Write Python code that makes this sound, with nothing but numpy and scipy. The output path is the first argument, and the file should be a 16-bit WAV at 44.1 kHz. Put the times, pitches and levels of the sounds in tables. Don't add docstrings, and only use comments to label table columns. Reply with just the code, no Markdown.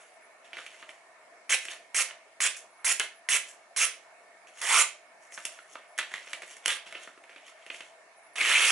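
import sys
import numpy as np
from scipy import signal
from scipy.fft import rfft, irfft
from scipy.io import wavfile
from scipy.ndimage import uniform_filter1d

SR = 44100
rng = np.random.default_rng(int(sys.argv[2]) if len(sys.argv) > 2 else 0)


def elevation(decibels):
    levels = np.asarray(decibels, float)
    return 10 ** (levels / 20)


def output_pcm(signal):
    pcm = np.clip(np.atleast_2d(signal).T, -1, 1) * 32767
    wavfile.write(sys.argv[1], SR, np.round(pcm).astype(np.int16))


N = 384111


def evened(x):
    return x / np.sqrt(np.mean(x ** 2) + 1e-20)


def read(points, hz):
    f, value = np.transpose(points)
    return np.interp(np.log(hz + 1), np.log(f + 1), value)


def add(mix, s, sound):
    part = mix[..., round(s * SR):][..., :sound.shape[-1]]
    part += sound[..., :part.shape[-1]]


def sides(x, pan_db):
    return np.array([x * elevation(pan_db / 2), x * elevation(-pan_db / 2)])


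def colour(x, points, lag_s=0.):
    hz = np.fft.fftfreq(4096, 1 / SR)
    log_gain = np.log(elevation(read(points, abs(hz))))
    phase = -signal.hilbert(log_gain).imag - 2 * np.pi * hz * lag_s
    impulse = np.fft.ifft(np.exp(log_gain + 1j * phase)).real[:len(hz) // 2]
    return signal.oaconvolve(x, impulse)[:len(x)]


def resonate(x, hz, width_hz):
    turn = np.exp(2j * np.pi * np.cumsum(hz) / SR)
    r = np.exp(-np.pi * width_hz / SR)
    return 2 * (turn * signal.lfilter([1 - r], [1, -r], x / turn)).real


def pair(frames, same, balance_db):
    a, b, c, d = rng.standard_normal((frames, len(same), 4)).T
    same = np.clip(same, 0, 1)[:, None]
    tilt = elevation(balance_db / 2)[:, None]
    left = a + 1j * b
    right = same * left + np.sqrt(1 - same ** 2) * (c + 1j * d)
    return np.array([left * tilt, right / tilt])


# pitch_hz, level_db (per Hz)
FAN_AIR = [(60, -48), (200, -33), (400, -21), (600, -17.5), (1000, -15.5), (1500, -17.5), (2600, -21.5),
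           (3100, -30.5), (10500, -32), (11500, -35)]
# pitch_hz, width_hz, level_db
FAN_DUCTS = [
    (664.4, 48, 1),
    (1797, 39, -6),
    (2200, 60, -8),
]
# pitch_hz, likeness (-1 to 1)
FAN_LIKENESS = [(60, 0.81), (170, 0.87), (490, 0.93), (1400, 0.47), (4010, -0.031), (11400, -0.22)]
# pitch_hz, left_over_right_db
FAN_LEAN = [(60, -4.5), (220, 2.5), (830, 0), (3080, -1.5), (11400, -4.0)]


def fan():
    frames, hz = N // 256 + 5, np.fft.rfftfreq(1024, 1 / SR)
    patches = rng.standard_normal((frames, len(hz))).T
    patches = uniform_filter1d(patches, size=10, axis=0)
    patches = evened(uniform_filter1d(patches, size=12, axis=1))
    ducts = sum(elevation(db - 4) / (1 + (2 * (hz - f) / width) ** 2) for f, width, db in FAN_DUCTS)
    gain = (elevation(read(FAN_AIR, hz)) + ducts)[:, None] * elevation(1.8 * patches)
    z = pair(frames, read(FAN_LIKENESS, hz), read(FAN_LEAN, hz)) * gain
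    noise = signal.istft(z, nperseg=1024, noverlap=768)[1][:, :N]
    return elevation(-56) * evened(noise)


# start_s, length_s, from_hz, to_hz, level_db
BIRD_WHISTLES = [(0, .08, 10250, 9950, -65), (.09, .1, 9950, 9850, -69), (.055, .125, 10650, 10700, -70),
                 (.2, .08, 11050, 9300, -66), (2.69, .07, 10400, 10400, -66),
                 (2.76, .07, 10500, 10100, -64), (3.08, .09, 10500, 9550, -67),
                 (3.13, .07, 11300, 10550, -63), (5.6, .05, 10700, 10950, -63),
                 (5.645, .085, 10350, 10100, -68), (5.87, .1, 10700, 10750, -66),
                 (8.163, .04, 9900, 10500, -64), (8.22, .11, 10400, 11000, -64),
                 (8.33, .02, 11000, 10100, -62)]


def birds():
    out = np.zeros(N)
    for s, length_s, from_hz, to_hz, top_db in BIRD_WHISTLES:
        t = s + np.arange(0, length_s, 1 / SR)
        u = (t - s) / length_s
        hz = from_hz + (to_hz - from_hz) * u ** 1.5
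        level_db = top_db - 5 * (1 - np.sin(np.pi * u))
        flutter_db = 3.3 * evened(uniform_filter1d(rng.standard_normal(SR // 4), size=600))[:len(t)]
        glide = np.cumsum(uniform_filter1d(hz, size=400)) / SR
        whistle = np.sin(2 * np.pi * glide) * signal.windows.tukey(len(t), .2)
        add(out, t[0], np.sqrt(2) * elevation(level_db + flutter_db) * whistle)
    return sides(out * elevation(-5), -3)


# pitch_hz, t60_s
ROOM_DECAY = [(200, 0.42), (1000, 0.27), (2500, 0.31), (6000, 0.29), (11000, 0.2)]
# pitch_hz, likeness (0 to 1)
ROOM_LIKENESS = [(300, 0.68), (2000, 0.79), (3500, 0.43), (6000, 0.1)]


def room(x):
    hz, t = np.fft.rfftfreq(256, 1 / SR), np.arange(400) * 64 / SR
    lean_db = read([(2000, -1.0), (9000, -7.5)], hz)
    tone_db = read([(1000, 0.000066), (2500, -0.26), (8000, 0.38)], hz)[:, None]
    fall_db = 60 * t / read(ROOM_DECAY, hz)[:, None]
    z = pair(len(t), read(ROOM_LIKENESS, hz), lean_db) * elevation(tone_db - fall_db)
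    tail = signal.istft(z, nperseg=256, noverlap=192)[1]
    tail = tail * np.clip(np.arange(tail.shape[1]) / SR / 0.0054 - .4, 0, 1)
    return signal.fftconvolve(x[None], tail / np.linalg.norm(tail[1]), axes=1)[:, :N]


def fibres(count, per_s, spread_db, clump_db, clump_s):
    chance, size = rng.random(count), rng.exponential(1, count)
    sign, clump = rng.standard_normal(count), rng.standard_normal(count)
    clump = evened(uniform_filter1d(clump, max(int(clump_s * SR), 1)))
    level_db = spread_db * np.minimum(size, 3) + clump_db * clump
    return evened((chance < per_s / SR) * sign * elevation(level_db))


# peak_s, rise_s, fade_s, sheet_db, fizz_db
FLUTTER_RUBS = [(1.628, .03, .15, -46, -43), (1.715, .05, .06, -35, -40), (2.089, .03, .07, -42, -59),
                (2.545, .02, .08, -44, -50), (2.574, .02, .06, -58, -41), (3.002, .004, .04, -23, -45),
                (3.025, .03, .055, -36, -41), (3.448, .03, .15, -49, -55), (3.492, .05, .065, -52, -43.5),
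                (3.869, .01, .05, -34, -42), (3.9, .03, .15, -47, -52), (4.472, .003, .07, -48, -54),
                (4.576, .004, .1, -51, -50.5), (4.608, .06, .01, -40, -41)]
TURNING_RUBS = [(0.001, .01, .16, -53, -57), (.451, .02, .14, -52, -62), (.54, .02, .2, -43, -62),
                (.585, .07, .22, -44, -52), (.72, .1, .2, -51, -60), (.815, .2, .06, -48, -55.5),
                (.894, .04, .16, -57, -56.5), (5.24, .06, .06, -61, -56), (5.348, .035, .03, -47, -37),
                (5.378, .02, .22, -46, -48), (5.458, .02, .15, -44, -58), (5.456, .004, .03, -38, -34),
                (5.53, .1, .15, -54, -52), (5.739, .11, .04, -52, -51), (5.775, .03, .15, -54, -66)]
ROLLING_RUBS = [(5.994, .015, .055, -24.5, -41), (6.1, .1, .1, -57, -56), (6.15, .07, .15, -39, -50),
                (6.34, .2, .08, -43, -47), (6.427, .03, .2, -53, -55), (6.509, .1, .12, -45.5, -47.5),
                (6.655, .015, .02, -34, -43), (6.769, .03, .06, -38, -56), (6.87, .025, .12, -43, -51),
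                (6.962, .07, .05, -38, -57.5), (7.034, .12, .11, -45.5, -50.5), (7.309, .08, .4, -51, -64),
                (7.477, .04, .05, -44, -50.5), (7.62, .1, .15, -55, -74), (7.76, .16, .15, -46, -50),
                (7.82, .05, .13, -51, -59)]


def rustle():
    rubs = FLUTTER_RUBS + TURNING_RUBS + ROLLING_RUBS
    t = np.arange(0, N / SR + .002, .001)
    s, rise, fade, sheet_db, fizz_db = np.transpose(rubs)[..., None]
    shape_db = -20 * np.maximum((s - t) / abs(rise), (t - s) / abs(fade))

    def envelope(db):
        power = (elevation(db + shape_db) ** 2).sum(axis=0)
        return np.interp(np.arange(N) / SR, t, np.sqrt(power))

    crackle = fibres(N, per_s=3500, spread_db=0.5, clump_db=-1.5, clump_s=.006)
    ring = evened(crackle + .7 * resonate(crackle, np.full(N, 2700.), 1100))
    hiss = evened(crackle + .6 * resonate(crackle, np.full(N, 7000.), 1800))
    sheet = ring * envelope(sheet_db) * elevation(-3.5)
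    fizz = hiss * envelope(fizz_db) * elevation(-3.5)
    return 0, sheet, sides(fizz, 1.2)


def snap(s, peak_db, ring_hz, fizz_db, held_db=0):
    t = np.arange(2048) / SR
    length_s = .008 - .0001 * fizz_db - .0003 * (peak_db + 15)
    hollow = max(1900 / ring_hz, 1) ** 2
    thud_db = -54 + .5 * (peak_db + 30) - .15 * (fizz_db + 15)
    burst = elevation(-24 * (t / max(length_s, .001)) ** 1.39)
    crack = rfft((rng.standard_normal(len(t)) + 4.1 * (t == 0)) * burst)
    crack = irfft(crack / np.sqrt(abs(crack)))
    crack = evened(crack * np.sqrt(burst)) * np.sqrt(np.mean(burst ** 2))
    body = resonate(crack, np.full(len(t), ring_hz), 706 / hollow ** .5)
    ring = (crack + hollow * 2.64 * body) / hollow ** .5
    push = elevation(held_db) * rng.standard_normal(len(t)) * elevation(-60 * t / 0.058)
    fizz = sides(crack * elevation(peak_db + fizz_db - 2.0), -1.5)
    return s + .0022, 0.37 * ring * elevation(peak_db), fizz, push * elevation(thud_db)


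# start_s, peak_db, ring_hz, fizz_over_sheet_db
TURNING_SNAPS = [(0.444, -54, 1780, -10), (0.5297, -29, 2490, -24.5), (0.567, -31, 1950, -34),
                 (0.5837, -30.5, 1370, -32), (0.6619, -32.5, 2250, -10.5), (0.824, -33, 1330, -31),
                 (0.8883, -33, 2200, -25), (1.65, -30.5, 2200, -5), (1.682, -27, 2620, -29),
                 (2.1066, -33.5, 1820, -31), (2.5654, -44, 1920, 9), (2.995, -15, 2750, -1.5),
                 (3.0, -17, 1930, -30), (4.571, -43.5, 1930, -10.5), (4.614, -31, 1300, 3),
                 (5.319, -40, 2200, -7), (5.3742, -26, 1280, -34), (5.45, -25, 2670, 2.5),
                 (5.586, -37, 1420, -25), (5.752, -28.5, 1050, -31)]
ROLLING_SNAPS = [(5.9765, -30, 1760, 0), (5.9849, -18.5, 1780, -6.5), (5.9887, -16.5, 1690, -15),
                 (6.114, -35.5, 1780, -14), (6.1367, -20, 1920, -17), (6.27, -35, 2220, -25),
                 (6.3298, -20.5, 2370, -12), (6.418, -32, 2160, -10.5), (6.43, -32.5, 2150, -20),
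                 (6.565, -41.5, 1860, -1), (6.6571, -11.5, 2900, -4), (6.6776, -16.5, 2950, -1.5),
                 (6.863, -36, 2960, -15), (6.9223, -31.5, 2060, -13), (6.95, -30.5, 2670, -39),
                 (7.0724, -34.5, 1250, -33), (7.173, -44.5, 1300, -28), (7.236, -44.5, 2100, -16),
                 (7.292, -42, 1780, -20), (7.359, -37.5, 2500, -34), (7.662, -36.5, 2400, -14.5),
                 (7.6987, -25.5, 2540, -41), (7.742, -34.5, 2510, -10), (7.804, -30, 2530, -16),
                 (8.3545, -30, 1650, -8), (8.3795, -25, 2580, -10), (8.4105, -13, 2290, -16),
                 (8.7034, -19, 2540, -5)]


def buckles():
    return [snap(*e) for e in TURNING_SNAPS] + [snap(*e, held_db=3) for e in ROLLING_SNAPS]


def cut(t, sheet_db, fizz_db, ring_hz, fizz_hz, pan_db, flap_db):
    tear = fibres(SR // 2, per_s=12000, spread_db=1.5, clump_db=0.6, clump_s=.003)[:len(t)]
    edge = np.clip(np.minimum(t - t[0], t[-1] - t) / 0.0015, 0, 1)
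    flap = elevation(flap_db + 14) * resonate(resonate(tear, ring_hz / 2, 660), ring_hz / 2, 670)
    ring = evened(tear + 3.4 * resonate(tear, ring_hz, 950))
    sheet = (ring + flap) * elevation(sheet_db) * edge
    fizz = evened(tear + 0.57 * resonate(tear, fizz_hz, 1800)) * elevation(sheet_db + fizz_db) * edge
    return t[0], sheet, sides(fizz, pan_db - 1.5)


def blade(t, sheet_db, fizz_db, pan_db, hang_db, raised_hz):
    u = (t - t[0]) / (t[-1] - t[0])
    bend = uniform_filter1d(rng.standard_normal((SR // 2, 2)), int(.025 * SR), axis=0)
    stray = 1 + .07 * evened(bend)[:len(t)].T
    ring_hz = (raised_hz + 2080 + (2620 - 2080) * u) * stray[0]
    fizz_hz = (9500 + (7400 - 9500) * np.sin(np.pi * u)) * stray[1]
    flap_db = hang_db + (max(-13, hang_db) - hang_db) * np.exp(-(t - t[0]) / .012)
    travel_db = -2 + (-5 + 2) * u
    return cut(t, sheet_db, fizz_db, ring_hz, fizz_hz, pan_db + travel_db, flap_db)


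# time_s, sheet_db
HAND_PRESSURES = [
    [(4.612, -37), (4.673, -33), (4.704, -26), (4.75, -24.5), (4.8, -24), (4.827, -28)],
    [(6.68, -31), (6.7, -28.5), (6.73, -34), (6.77, -50)],
    [(8.357, -38), (8.407, -30), (8.5, -24), (8.559, -27), (8.63, -24), (8.71, -25.5)],
]
# fizz_over_sheet_db, flap_over_sheet_db, ring_raised_hz
SLOW_SOUNDS = [
    (-3, -6.5, -220),
    (-8, -28, 500),
    (-9, -23, 170),
]


def slow_drags():
    cuts = []
    for pressure, (fizz_db, flap_db, raised_hz) in zip(HAND_PRESSURES, SLOW_SOUNDS):
        s, db = np.transpose(pressure)
        t = np.arange(s[0], s[-1], 1 / SR)
        sheet_db = np.interp(t, s, db)
        gain_db = 6.5 * ((t - t[0]) / (t[-1] - t[0])) ** 3
        follow_db = (1 - .9) * (sheet_db - sheet_db.max())
        cuts.append(blade(t, sheet_db, fizz_db + gain_db - follow_db, -4, flap_db, raised_hz))
    return cuts


# start_s, length_s, sheet_db (at fullest), fizz_db, bite_db (entering edge)
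QUICK_STROKES = [
    (1.495, .058, -24, -27.5, -25),
    (1.946, .08, -28.5, -26, -21),
    (2.405, .073, -27, -27, -18),
    (2.846, .082, -28, -25, -24),
    (3.289, .084, -26.5, -26, -15),
    (3.763, .094, -27.5, -26, -27),
]


def quick_strokes():
    cuts, bites = [], []
    for s, length_s, full_db, fizz_db, bite_db in QUICK_STROKES:
        t = s + np.arange(0, length_s, 1 / SR)
        swell_db = np.interp(t - s, [0, .7 * length_s, length_s], [-9, 0, -3])
        fizz_over_sheet_db = fizz_db - full_db - (1 - .15) * swell_db
        hang_db = -44 + 6.5 * s
        cuts.append(blade(t, full_db + swell_db, fizz_over_sheet_db, 0, hang_db, 0))
        bites.append(snap(s - .003, bite_db, 1920, -10, held_db=-8))
    return cuts, bites


def bending(x, patch_db):
    z = signal.stft(x, nperseg=256, noverlap=192)[2]
    field = rng.standard_normal((z.shape[-1], z.shape[-2], 3)).T
    field = uniform_filter1d(field, size=3, axis=1)
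    field = evened(uniform_filter1d(field, size=8, axis=2))
    z = z * elevation(patch_db * (field[0] + .5 * field[1:]))
    return signal.istft(z, nperseg=256, noverlap=192)[1][..., :N]


def drives(parts):
    out = np.zeros((3, 2, N))
    for s, *layers in parts:
        for drive, layer in zip(out, layers):
            add(drive, s, layer)
    return out


# pitch_hz, level_db
SHEET_TONE = [(60, -70.5), (220, -38), (420, -16.5), (850, -16), (1100, -11.5), (1900, -6), (3300, -8),
              (4500, -15.5), (6500, -39)]
# pitch_hz, level_db
FIZZ_TONE = [(3000, -32), (4900, -7), (5800, -2), (8500, -1.5), (11500, 2)]
# pitch_hz, level_db
THUD_TONE = [(30, -12), (120, -19), (350, 0), (600, 3), (1200, -24)]
# pitch_hz, level_db
LEFT_SHADE = [(100, -2.5), (2700, -2), (3500, -3), (4400, -20.5), (5500, 3), (7500, 3), (9600, -3.5),
              (11500, -4)]


def paper():
    cuts, bites = quick_strokes()
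    sheet, fizz, thud = drives(bites + buckles())
    torn, fizzed = bending(drives(cuts + slow_drags() + [rustle()])[:2], patch_db=2.6)
    ports = []
    for a, b, c in zip(sheet + torn, fizz + fizzed, thud):
        flexing = elevation(12.5) * colour(a, SHEET_TONE)
        tearing = elevation(4.5) * colour(b, FIZZ_TONE)
        pushing = elevation(16.5) * colour(c, THUD_TONE)
        ports.append(flexing + tearing + pushing)
    left, right = ports
    return np.array([colour(left, LEFT_SHADE, lag_s=1.5e-5), right]), (left + right) / 2


def scene():
    direct, feed = paper()
    return elevation(-1) * direct + elevation(-4.5) * room(feed) + fan() + birds()


def low_pass(x):
    return signal.sosfilt(signal.butter(12, 12050, fs=SR, output="sos"), x)


def record(dry):
    thinned = signal.sosfilt(signal.butter(3, 85, "high", fs=SR, output="sos"), dry)
    band_limit = signal.firwin(1501, 11130, window=("kaiser", 7), fs=SR)
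    limited = signal.oaconvolve(thinned, band_limit[None], "same")
    return low_pass(limited)


dry = scene()
out = record(dry)
output_pcm(out)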